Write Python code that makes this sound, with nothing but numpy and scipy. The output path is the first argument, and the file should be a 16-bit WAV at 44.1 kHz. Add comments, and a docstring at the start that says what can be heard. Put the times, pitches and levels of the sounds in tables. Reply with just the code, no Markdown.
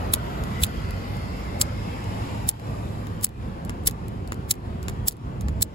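"""A lighter is flicked nine times near a phone outdoors: noise cut by wheel teeth rings case and hood.
Small clicks, from ticks to lever snaps, are decaying noise bursts through steel and plastic colours.
Before the later flicks the thumb nudges the wheel and lets the gas lever snap up.
Wind is a low noise rumble; distant traffic is noise in a rush, a hiss and swelling bands, and an
engine is a wavering sine. The phone's limiter ducks everything briefly after loud bursts."""
import sys
import numpy as np
from scipy import signal
from scipy.fft import rfft, irfft, next_fast_len
from scipy.io import wavfile
from scipy.ndimage import uniform_filter1d, minimum_filter1d, map_coordinates

SR = 44100
rng = np.random.default_rng(int(sys.argv[2]) if len(sys.argv) > 2 else 0)


def transcribe(u):
    """Save the signal u as a 16-bit wav file named by the first command-line argument.

    u: samples, shape (n,) or (channels, n), limited to [-1, 1]; the rate is SR.
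    q: integer samples, one column per channel.
    """
    v = np.clip(np.atleast_2d(u).T, -1, 1)
    q = np.round(v * 32767).astype(np.int16)
    wavfile.write(sys.argv[1], SR, q)


N = 253465

# left-right likeness of the distant traffic: (frequency [Hz], correlation [-1..1])
TRAFFIC_LIKENESS = [(250, .65), (600, 0.7), (1400, 0.52), (2200, 0.45), (5000, 0.12), (6500, 0.28),
                    (7500, 1), (15000, 1)]


def amp(db):
    """Amplitude factor from dB."""
    return 10 ** (np.asarray(db) / 20)


def unit(x):
    """Scale to rms 1."""
    return x / np.sqrt(np.mean(x ** 2) + 1e-20)


def along(points, hz):
    """Interpolate (Hz, value) points on a log frequency axis."""
    f, v = np.transpose(points)
    return np.interp(np.log(hz + 1), np.log(f + 1), v)


def curves(rows):
    """One value per sample for each column after the time."""
    s, *cols = np.transpose(rows)
    return [np.interp(np.arange(N) / SR, s, c) for c in cols]


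def wobble(rate_hz, size=N):
    """Smooth random curve with rate_hz knots a second."""
    knots = rng.standard_normal(size // 8 + 8)
    return map_coordinates(knots, [np.arange(size) * rate_hz / SR], mode="mirror")


def filtered(x, response):
    """Apply a response given as a function of frequency."""
    n = x.shape[-1]
    m = next_fast_len(n + 4096)
    return irfft(rfft(x, m) * response(np.fft.rfftfreq(m, 1 / SR)), m)[..., :n]


def mid_side_gains(likeness):
    """Mid and side gains that give the wanted left-right correlation."""
    turn = np.arccos(np.clip(likeness, -1, 1)) / 2
    return np.array([np.cos(turn), np.sin(turn)])


def pair(colour_db, likeness, size=N):
    """Stereo noise of rms 1 with a given colour and left-right likeness."""
    noise = rng.standard_normal((2, size))
    mid, side = filtered(noise, lambda hz: amp(colour_db(hz)) * mid_side_gains(likeness(hz)))
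    return unit(np.array([mid + side, mid - side]))


def add(track, s, sound):
    """Mix a stereo sound in at time s."""
    start = max(round(s * SR), 0)
    part = track[:, start:start + sound.shape[1]]
    part += sound[:, :part.shape[1]]


def at_ports(x, lead_rad, balance_db):
    """The two ports receive a sound out of step and at unequal levels (left against right)."""
    sides = np.array([[.5], [-.5]])

    def response(hz):
        phase = sides * np.interp(hz, *np.transpose(lead_rad))
        return np.exp(1j * phase) * amp(sides * along(balance_db, hz))

    return filtered(x, response)


def wind_and_traffic():
    """Low wind rumble, and distant traffic as a wide rush, a thin hiss and swelling noise bands."""
    # traffic: (time [s], rush level before trim [dB], hiss level before trim [dB])
    traffic_levels = [(0.0, -41, -50), (0.5, -43.5, -48.5), (0.8, -47, -49.5), (1.6, -44, -50),
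                      (2.3, -44.5, -47.5), (2.48, -45, -51.5), (3.01, -47, -53), (3.4, -48, -56.5),
                      (3.65, -45, -57.5), (3.85, -48.5, -57.5), (4.3, -48.5, -58.5), (4.9, -48, -57),
                      (5.35, -50, -59.5), (5.75, -49.5, -57.5)]
    # spectrum of the rush: (frequency [Hz], relative density [dB])
    rush_colour = [(150, -5.5), (350, 2.5), (600, 3.5), (850, 2.5), (1100, 0), (1400, -5.5), (2000, -13.5),
                   (2600, -24.5), (4000, -40)]
    # spectrum of the hiss: (frequency [Hz], relative density [dB])
    hiss_colour = [(800, 9), (1500, 2.5), (2100, 1), (2600, 3), (3600, -1), (4400, -4), (5100, -5),
                   (5800, -10), (7600, -10), (9000, -15.5), (10500, -11), (12000, -17.5), (13500, -14.5),
                   (15500, -73)]
    # wind and traffic at the two ports: (frequency [Hz], phase by which left leads [rad])
    outdoor_lead = [(0, 0), (300, .3), (600, 2.2), (1200, 2.7), (2200, 6.2), (2700, 6.7), (3600, 9),
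                    (5800, 15.3), (6900, 12.57), (9150, 9.42), (11300, 6.28), (13500, 3.14), (15700, 0)]
    balance_db = [(150, -1.9), (350, 0.5), (700, 2.5), (2500, 0.1), (7000, -0.7)]
    rush_trim_db, hiss_trim_db = 6.0, 7.5
    rush_db, hiss_db = curves(traffic_levels)
    likeness = lambda hz: along(TRAFFIC_LIKENESS, hz)
    rush = patchy(pair(lambda hz: along(rush_colour, hz), likeness), depth_db=2.5)
    rush = rush * amp(rush_db + rush_trim_db + 0.7 * wobble(25))
    hiss = patchy(pair(lambda hz: along(hiss_colour, hz), likeness), depth_db=2.5)
    hiss = hiss * amp(hiss_db + hiss_trim_db + 0.45 * wobble(14))
    return at_ports(buffeting() + rush + hiss + traffic_swells(), outdoor_lead, balance_db)


def buffeting(start_db=-30.5, easing_db_per_s=0.33, flutter_db=1.0):
    """The wind rumble flutters and eases slowly; each gust, or a puff of air from the moving hand, adds a low
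    swell that passes."""
    # spectrum of the steady rumble: (frequency [Hz], relative density [dB])
    rumble_colour = [(20, -31.5), (32, -17.5), (42, -5), (52, 3.5), (70, 2.5), (100, 2.5), (125, -0.5),
                     (160, -2.5), (210, -3), (280, -9), (400, -18), (550, -18), (1000, -84.5)]
    # spectrum of a gust or puff on the microphone: (frequency [Hz], relative density [dB])
    gust_colour = [(22, -35), (34, -13), (50, 10.5), (120, 4.5), (200, -1), (350, -40.5), (700, -110)]
    # gusts, and at 0.63 s a puff of air from the moving hand: (centre time [s], level [dB], Gaussian sigma [s])
    gust_rows = [(0.422, -33, 0.017), (0.63, -24.5, 0.0087), (0.78, -32, 0.22), (2.462, -33, 0.032),
                 (2.706, -32.5, 0.017), (4.913, -29, 0.027), (5.027, -27.5, 0.024), (5.477, -27.5, 0.11)]
    t = np.arange(N) / SR
    likeness = lambda hz: along([(100, 0.94), (300, 0.83)], hz)
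    steady = amp(start_db - easing_db_per_s * t + flutter_db * wobble(25))
    gusts = sum(amp(db) * np.exp(-((t - s) / sigma_s) ** 2 / 2) for s, db, sigma_s in gust_rows)
    rumble = steady * pair(lambda hz: along(rumble_colour, hz), likeness)
    return rumble + gusts * pair(lambda hz: along(gust_colour, hz), likeness)


def patchy(x, depth_db):
    """Narrow bands swell and fade on their own."""
    z = signal.stft(x, nperseg=2048)[2]
    field = rng.standard_normal(z.shape[1:])
    field = uniform_filter1d(field, size=5, axis=0)
    field = uniform_filter1d(field, size=6, axis=1)
    return unit(signal.istft(z * amp(depth_db * unit(field)), nperseg=2048)[1][:, :N])


def traffic_swells(flutter_db=1.5, waver_s=.0005):
    """Distant traffic adds noise bands, narrow whines to broad hiss, that swell and fade."""
    # (centre time [s], Gaussian sigma [s], centre [Hz], half width at -6 dB [Hz], level [dB],
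    #  glide as a share of the pitch [1/s])
    swells = [(0.2, 0.66, 1360, 140, -44.5, 0), (0.4, 1.0, 11900, 547, -61, 0),
              (0.59, 0.031, 2040, 80, -46, 0.011), (1.149, 0.79, 2060, 100, -50, .05),
              (1.1, .25, 4530, 220, -56.5, 0), (1.602, .7, 5080, 280, -57, 0.021),
              (2.298, 0.32, 850, 120, -44, 0.0018), (2.5, .4, 7300, 940, -61, 0),
              (2.5, 0.48, 11230, 1400, -60, 0.00071), (4.594, 0.53, 375, 16, -47.5, 0.0023)]
    out, n = np.zeros((2, N)), np.arange(N)
    likeness = lambda hz: along(TRAFFIC_LIKENESS, hz)
    for s, sigma_s, centre_hz, width_hz, db, glide in swells:
        band = pair(lambda hz: -20 * np.log10(1 + ((hz - centre_hz) / width_hz) ** 2), likeness)
        since_s = n / SR - s
        # reading the band at a shifting time glides and wavers its pitch
        read_at = n + SR * (glide * since_s ** 2 / 2 + waver_s * wobble(9))
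        swell = amp(db + flutter_db * wobble(11.5)) * np.exp(-(since_s / sigma_s) ** 2 / 2)
        out += np.array([np.interp(read_at, n, port) for port in band]) * swell
    return out


def engine(trim_db=-0.5):
    """The firing tone of a distant engine: a sine wavering in pitch and level on the wind."""
    # (time [s], mean firing rate [Hz], level before trim [dB])
    drone = [(0, 87, -38), (0.9, 88, -38), (1.3, 107, -41), (1.9, 109, -35), (2.4, 106, -37),
             (3.1, 104, -36), (3.5, 102, -44), (4.1, 103, -42), (5.75, 108, -54)]
    hz, db = curves(drone)
    phase = 2 * np.pi * np.cumsum(hz * (1 + 0.011 * wobble(8))) / SR
    port_db = np.array([[-.8], [.8]])
    return unit(np.sin(phase)) * amp(db + trim_db + 0.86 * wobble(6.3) + port_db)


def lighter():
    """Wheel strokes and clicks, out of step and unequal at the two ports."""
    # lighter at the two ports: (frequency [Hz], phase by which left leads [rad])
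    lighter_lead = [(0, 0), (2000, 3.1), (4000, 6.3), (5800, 8.3), (6900, 6.3), (9150, 3.14), (11300, 0),
                    (13500, -3.14), (15700, -6.28)]
    return at_ports(flicks() + clicks(), lighter_lead, [(1500, 0.36), (4000, 2.1), (7000, 0.43)])


def flicks(rasp_ring=0.36, bite_taper=1.4, fall_s=0.0057, run_out_db=-8.5,
           drag_db=-24.5, drag_s=0.02, case_below_hz=2550):
    """The wheel creeps, speeds up over the flint, bites and runs out; case and hood colour the noise."""
    # (time [s], bite level [dB], bite time [s], run-up level [dB], run-up time constant [s],
    #  case lift [dB], hood rings as (frequency [Hz], lift [dB]))
    strokes = [(0.1386, -8, 0.0026, -19, 0.0045, 5, [(2400, 6), (3400, 8.5), (3800, 8.5), (9000, 11),
               (9400, 9.5), (10150, 14.5), (12050, 4), (12900, 6), (14650, 2)]),
               (0.6366, -8, 0.0022, -24, 0.012, 2.5, [(2550, 8), (3000, 8), (3450, 12.5), (3950, 8),
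               (7300, 10), (9450, 14), (10350, 9.5), (13900, 9)]),
               (1.616, -9, .0028, -18.5, 0.0056, 2.5, [(2900, 7.5), (4100, 4), (5050, 10.5), (5800, 6.5),
               (7300, 9), (7750, 8.5), (8350, 9), (9000, 8), (10000, 1)]),
               (2.4907, -2, 0.0024, -16, 0.004, 6, [(2800, 5), (4350, 4), (4950, 1), (5900, 12), (7050, 5),
               (9050, 23.5), (10050, 7), (11850, 13)]),
               (3.2458, -3.5, 0.0025, -18, 0.0074, -1.5, [(3000, 3.5), (4100, 2.5), (4750, 13), (6050, 7),
               (8350, 13.5), (10650, 10), (11150, 6.5), (15400, 8)]),
               (3.8755, -7, 0.003, -13.5, 0.0043, 2.5, [(3000, 2), (5650, 12), (8050, 6), (9100, 6),
               (10900, 15), (13600, 8.5)]), (4.512, -5, 0.0025, -20.5, 0.0068, 0.5, [(3000, -0.5),
               (3900, 5), (5250, 6), (6150, 9), (7250, 8), (9050, 4), (10000, 7), (13450, 8.5)]),
               (5.0835, -3.5, 0.0024, -18.5, 0.0063, -2, [(3300, 2.5), (5350, 11), (6850, 11.5), (7450, 2),
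               (8250, 9.5), (11350, 6.5), (13250, 9), (14600, 10)]),
               (5.6255, -5, 0.0028, -17, 0.0036, -3.5, [(4000, 6), (5450, 7.5), (7000, 4.5), (7900, 4),
               (8450, 6.5), (13400, 6)])]
    # spectrum of wheel on flint: (frequency [Hz], relative density [dB])
    rasp_colour = [(300, -2), (1100, -10.5), (2000, -2.5), (2800, -4.5), (4000, 2.5), (5200, 0.5),
                   (6400, 0.5), (7400, 6.5), (11000, 7.5), (14500, 6), (15800, 6)]
    out, t = np.zeros((2, N)), np.arange(-2048, 2048) / SR
    before = t < 0
    for s, bite_db, bite_s, up_db, rise_s, case_db, rings in strokes:
        # the plastic case carries the low part, the steel hood the rings
        grind = lambda hz: along(rasp_colour, hz) + case_db / (1 + (hz / case_below_hz) ** 4)
        spin = np.where(before, amp(up_db), amp(bite_db + run_out_db))
        spin = spin * np.exp(-np.abs(t / np.where(before, rise_s, fall_s)))
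        drag = amp(up_db + drag_db) * before * np.exp(-(t / drag_s) ** 4)
        grit = teeth(t)
        rasp = excited((drag + spin) * grit, lambda hz: grind(hz) + rasp_ring * ringing(rings, hz))
        # the bite rings the hood in full
        press = amp(bite_db) * np.exp(-np.abs(t / bite_s) ** bite_taper)
        bite = excited(unit(press * grit), lambda hz: grind(hz) + ringing(rings, hz))
        bite = bite * np.sqrt(np.mean(press ** 2))
        add(out, s + t[0], rasp + bite)
    return out


def teeth(t, tooth_hz=1085, slow_share=.4, spin_s=.009, uneven_db=3.0, catch=0.68, jitter=0.25):
    """Each knurled tooth catches the flint and lets go, on average fastest at the bite."""
    speed = slow_share + (1 - slow_share) * np.exp(-np.square(t / spin_s))
    rate_hz = np.abs(tooth_hz * speed * (1 + jitter * wobble(500, size=len(t))))
    passed = np.cumsum(rate_hz) / SR
    sizes = amp(uneven_db * rng.standard_normal(len(t)))
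    # catch: decay constant in tooth periods
    return unit(sizes[passed.astype(int)] * np.exp(-(passed % 1) / catch))


def ringing(rings, hz, width_hz=260):
    """Lift in dB from a set of resonances."""
    return sum(lift_db / (1 + ((hz - centre_hz) / width_hz) ** 2) for centre_hz, lift_db in rings)


def excited(force, colour_db):
    """A gritty contact force rings a minimum-phase body of the given colour, in stereo."""
    # left-right likeness of the lighter: (frequency [Hz], correlation [-1..1])
    lighter_likeness = [(500, 0.24), (1800, 0.73), (3500, 0.73), (6000, 0.41), (7500, 1), (15000, 0.96)]
    n = len(force)
    hz = np.fft.rfftfreq(n, 1 / SR)
    # folding the cepstrum to positive times puts the energy at the onset
    cepstrum = irfft(np.log(amp(colour_db(hz))), n)
    body = np.exp(rfft(2 * cepstrum * (np.arange(n) < n // 2)))
    gains = mid_side_gains(along(lighter_likeness, hz))
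    mid, side = irfft(rfft(force * rng.standard_normal((2, n))) * body * gains, n)
    return unit(np.array([mid + side, mid - side])) * np.sqrt(np.mean(force ** 2))


def clicks(steel_t60_s=0.0042, case_t60_s=0.017, steel_db=-2, case_db=-2,
           tail_db=-27, tail_t60_s=0.07, contact_s=.0003):
    """Small steel parts snap home and knock the plastic case, which the hand damps at once."""
    # spectrum of the case's knock: (frequency [Hz], relative density [dB])
    plastic = [(250, 1.5), (450, 2.5), (700, -9), (950, -4.5), (1400, -10), (1950, 0.5), (2600, -10),
               (4000, -16.5), (8000, -21)]
    out, t = np.zeros((2, N)), np.arange(2048) / SR
    contact = 1 - np.exp(-t / contact_s)
    for s, db, knock_db, part in contacts():
        decay = amp(-60 * t / steel_t60_s) + amp(tail_db - 60 * t / tail_t60_s)
        snap = excited(contact * decay, part)
        knock = excited(contact * amp(-60 * t / case_t60_s), lambda hz: along(plastic, hz))
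        add(out, s, amp(db) * (amp(steel_db) * snap + amp(case_db + knock_db) * knock))
    return out


def contacts(nudge_knock_db=-15, rebound_s=.0095, rebound_db=-12.5):
    """List contacts as (s, dB before trim, relative knock dB, steel colour); sprung parts rebound once."""
    # a tooth snags, or the thumb lands or shifts: (time [s], level before trim [dB],
    #  plastic knock against that level [dB])
    ticks = [(0.1488, -12.5, -16), (0.159, -25, -12), (0.4375, -21.5, -18), (0.645, -8.5, -27),
             (0.6662, -25, -11), (0.9079, -24, -16), (1.169, -31, -14), (1.6, -24, -14),
             (1.6205, -6.5, -22), (2.0418, -30, -14), (2.513, -22, -6), (2.597, -32, 3),
             (3.069, -51.5, 25.5), (3.2115, -27, -14), (3.2673, -19, -5), (3.291, -26.5, -21),
             (3.8358, -37, -14), (3.8708, -11, -23), (3.8784, -9, -18.5), (3.8855, -15.5, -6),
             (3.8964, -23, -8), (3.9106, -19.5, -17), (4.0825, -26.5, -15), (4.3432, -30, -14),
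             (4.4868, -35, -14), (4.539, -27, -4), (4.5428, -33, -14), (4.554, -34, -14), (4.8966, -23, -5),
             (5.110, -20, -13), (5.118, -25, -19), (5.123, -21, -17), (5.128, -29, -13), (5.168, -32, -16),
             (5.6108, -22, -5)]
    # wheel nudge, then lever snap: (snap time [s], snap level before trim [dB],
    #  knock against the snap [dB], nudge lead [s], nudge level before trim [dB])
    regrips = [(3.6949, -16.5, -4.5, 0.045, -25.5), (4.3207, -12, -6.5, 0.045, -27),
               (4.883, -11, -10, .0543, -24.5), (5.484, -21, -4.5, 0.074, -21.5)]
    # spectrum of a click's metal part: (frequency [Hz], relative density [dB])
    steel_colour = [(1500, -24), (3000, -2), (4200, 4.5), (5800, 0), (7300, 4), (9000, 3), (11300, 5.5),
                    (13500, 2), (15800, -5.5)]
    # spectrum of the gas lever hitting its stop: (frequency [Hz], relative density [dB])
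    lever_colour = [(500, -15), (1200, 15), (2000, -4), (2600, 3), (3300, -1.5), (4600, -4), (6100, -8),
                    (7000, 0), (9000, -4.5), (11000, -7), (14000, -22), (15800, -17)]
    # resonances of the lever: (frequency [Hz], lift [dB])
    lever_rings = [(5350, 3.7), (7100, 5.5), (9200, 7.5)]
    steel = lambda hz: along(steel_colour, hz)
    lever = lambda hz: along(lever_colour, hz) + ringing(lever_rings, hz)
    rows = [(*tick, steel) for tick in ticks]
    for snap_s, snap_db, knock_db, lead_s, nudge_db in regrips:
        nudge = (snap_s - lead_s, nudge_db, nudge_knock_db, steel)
        snap = (snap_s, snap_db, knock_db, lever)
        for s, db, *sound in (nudge, snap):
            rows += [(s, db, *sound), (s + rebound_s, db + rebound_db, *sound)]
    return rows


def scene():
    """Lighter, wind, distant traffic and engine together."""
    return lighter() + wind_and_traffic() + engine()


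def limiter(x, ceiling_db=-10, ahead_s=0.0058, hold_s=0.1, release_db_per_s=85):
    """The gain falls just before a loud burst, holds, then creeps back."""
    t = np.arange(N) / SR
    power = np.abs(uniform_filter1d(np.mean(x ** 2, axis=0), size=110))
    level_db = 10 * np.log10(power + 1e-12)
    hold = int(hold_s * SR)
    cut_db = -minimum_filter1d(np.minimum(ceiling_db - level_db, 0), hold, origin=(hold - 1) // 2)
    cut_db = np.maximum.accumulate(cut_db + release_db_per_s * t) - release_db_per_s * t
    cut_db = uniform_filter1d(np.interp(t + ahead_s / 2, t, cut_db), int(ahead_s * SR))
    return x * amp(-cut_db)


def record(dry, round_at=.8, top_hz=15950):
    """The phone limits loud bursts, rounds off the highest peaks and cuts steeply above its band limit."""
    held = limiter(dry)
    rounded = held / (1 + np.abs(held / round_at) ** 5) ** (1 / 5)
    return filtered(rounded, lambda hz: 1 / (1 + (hz / top_hz) ** 160))


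dry = scene()
out = record(dry)
transcribe(out)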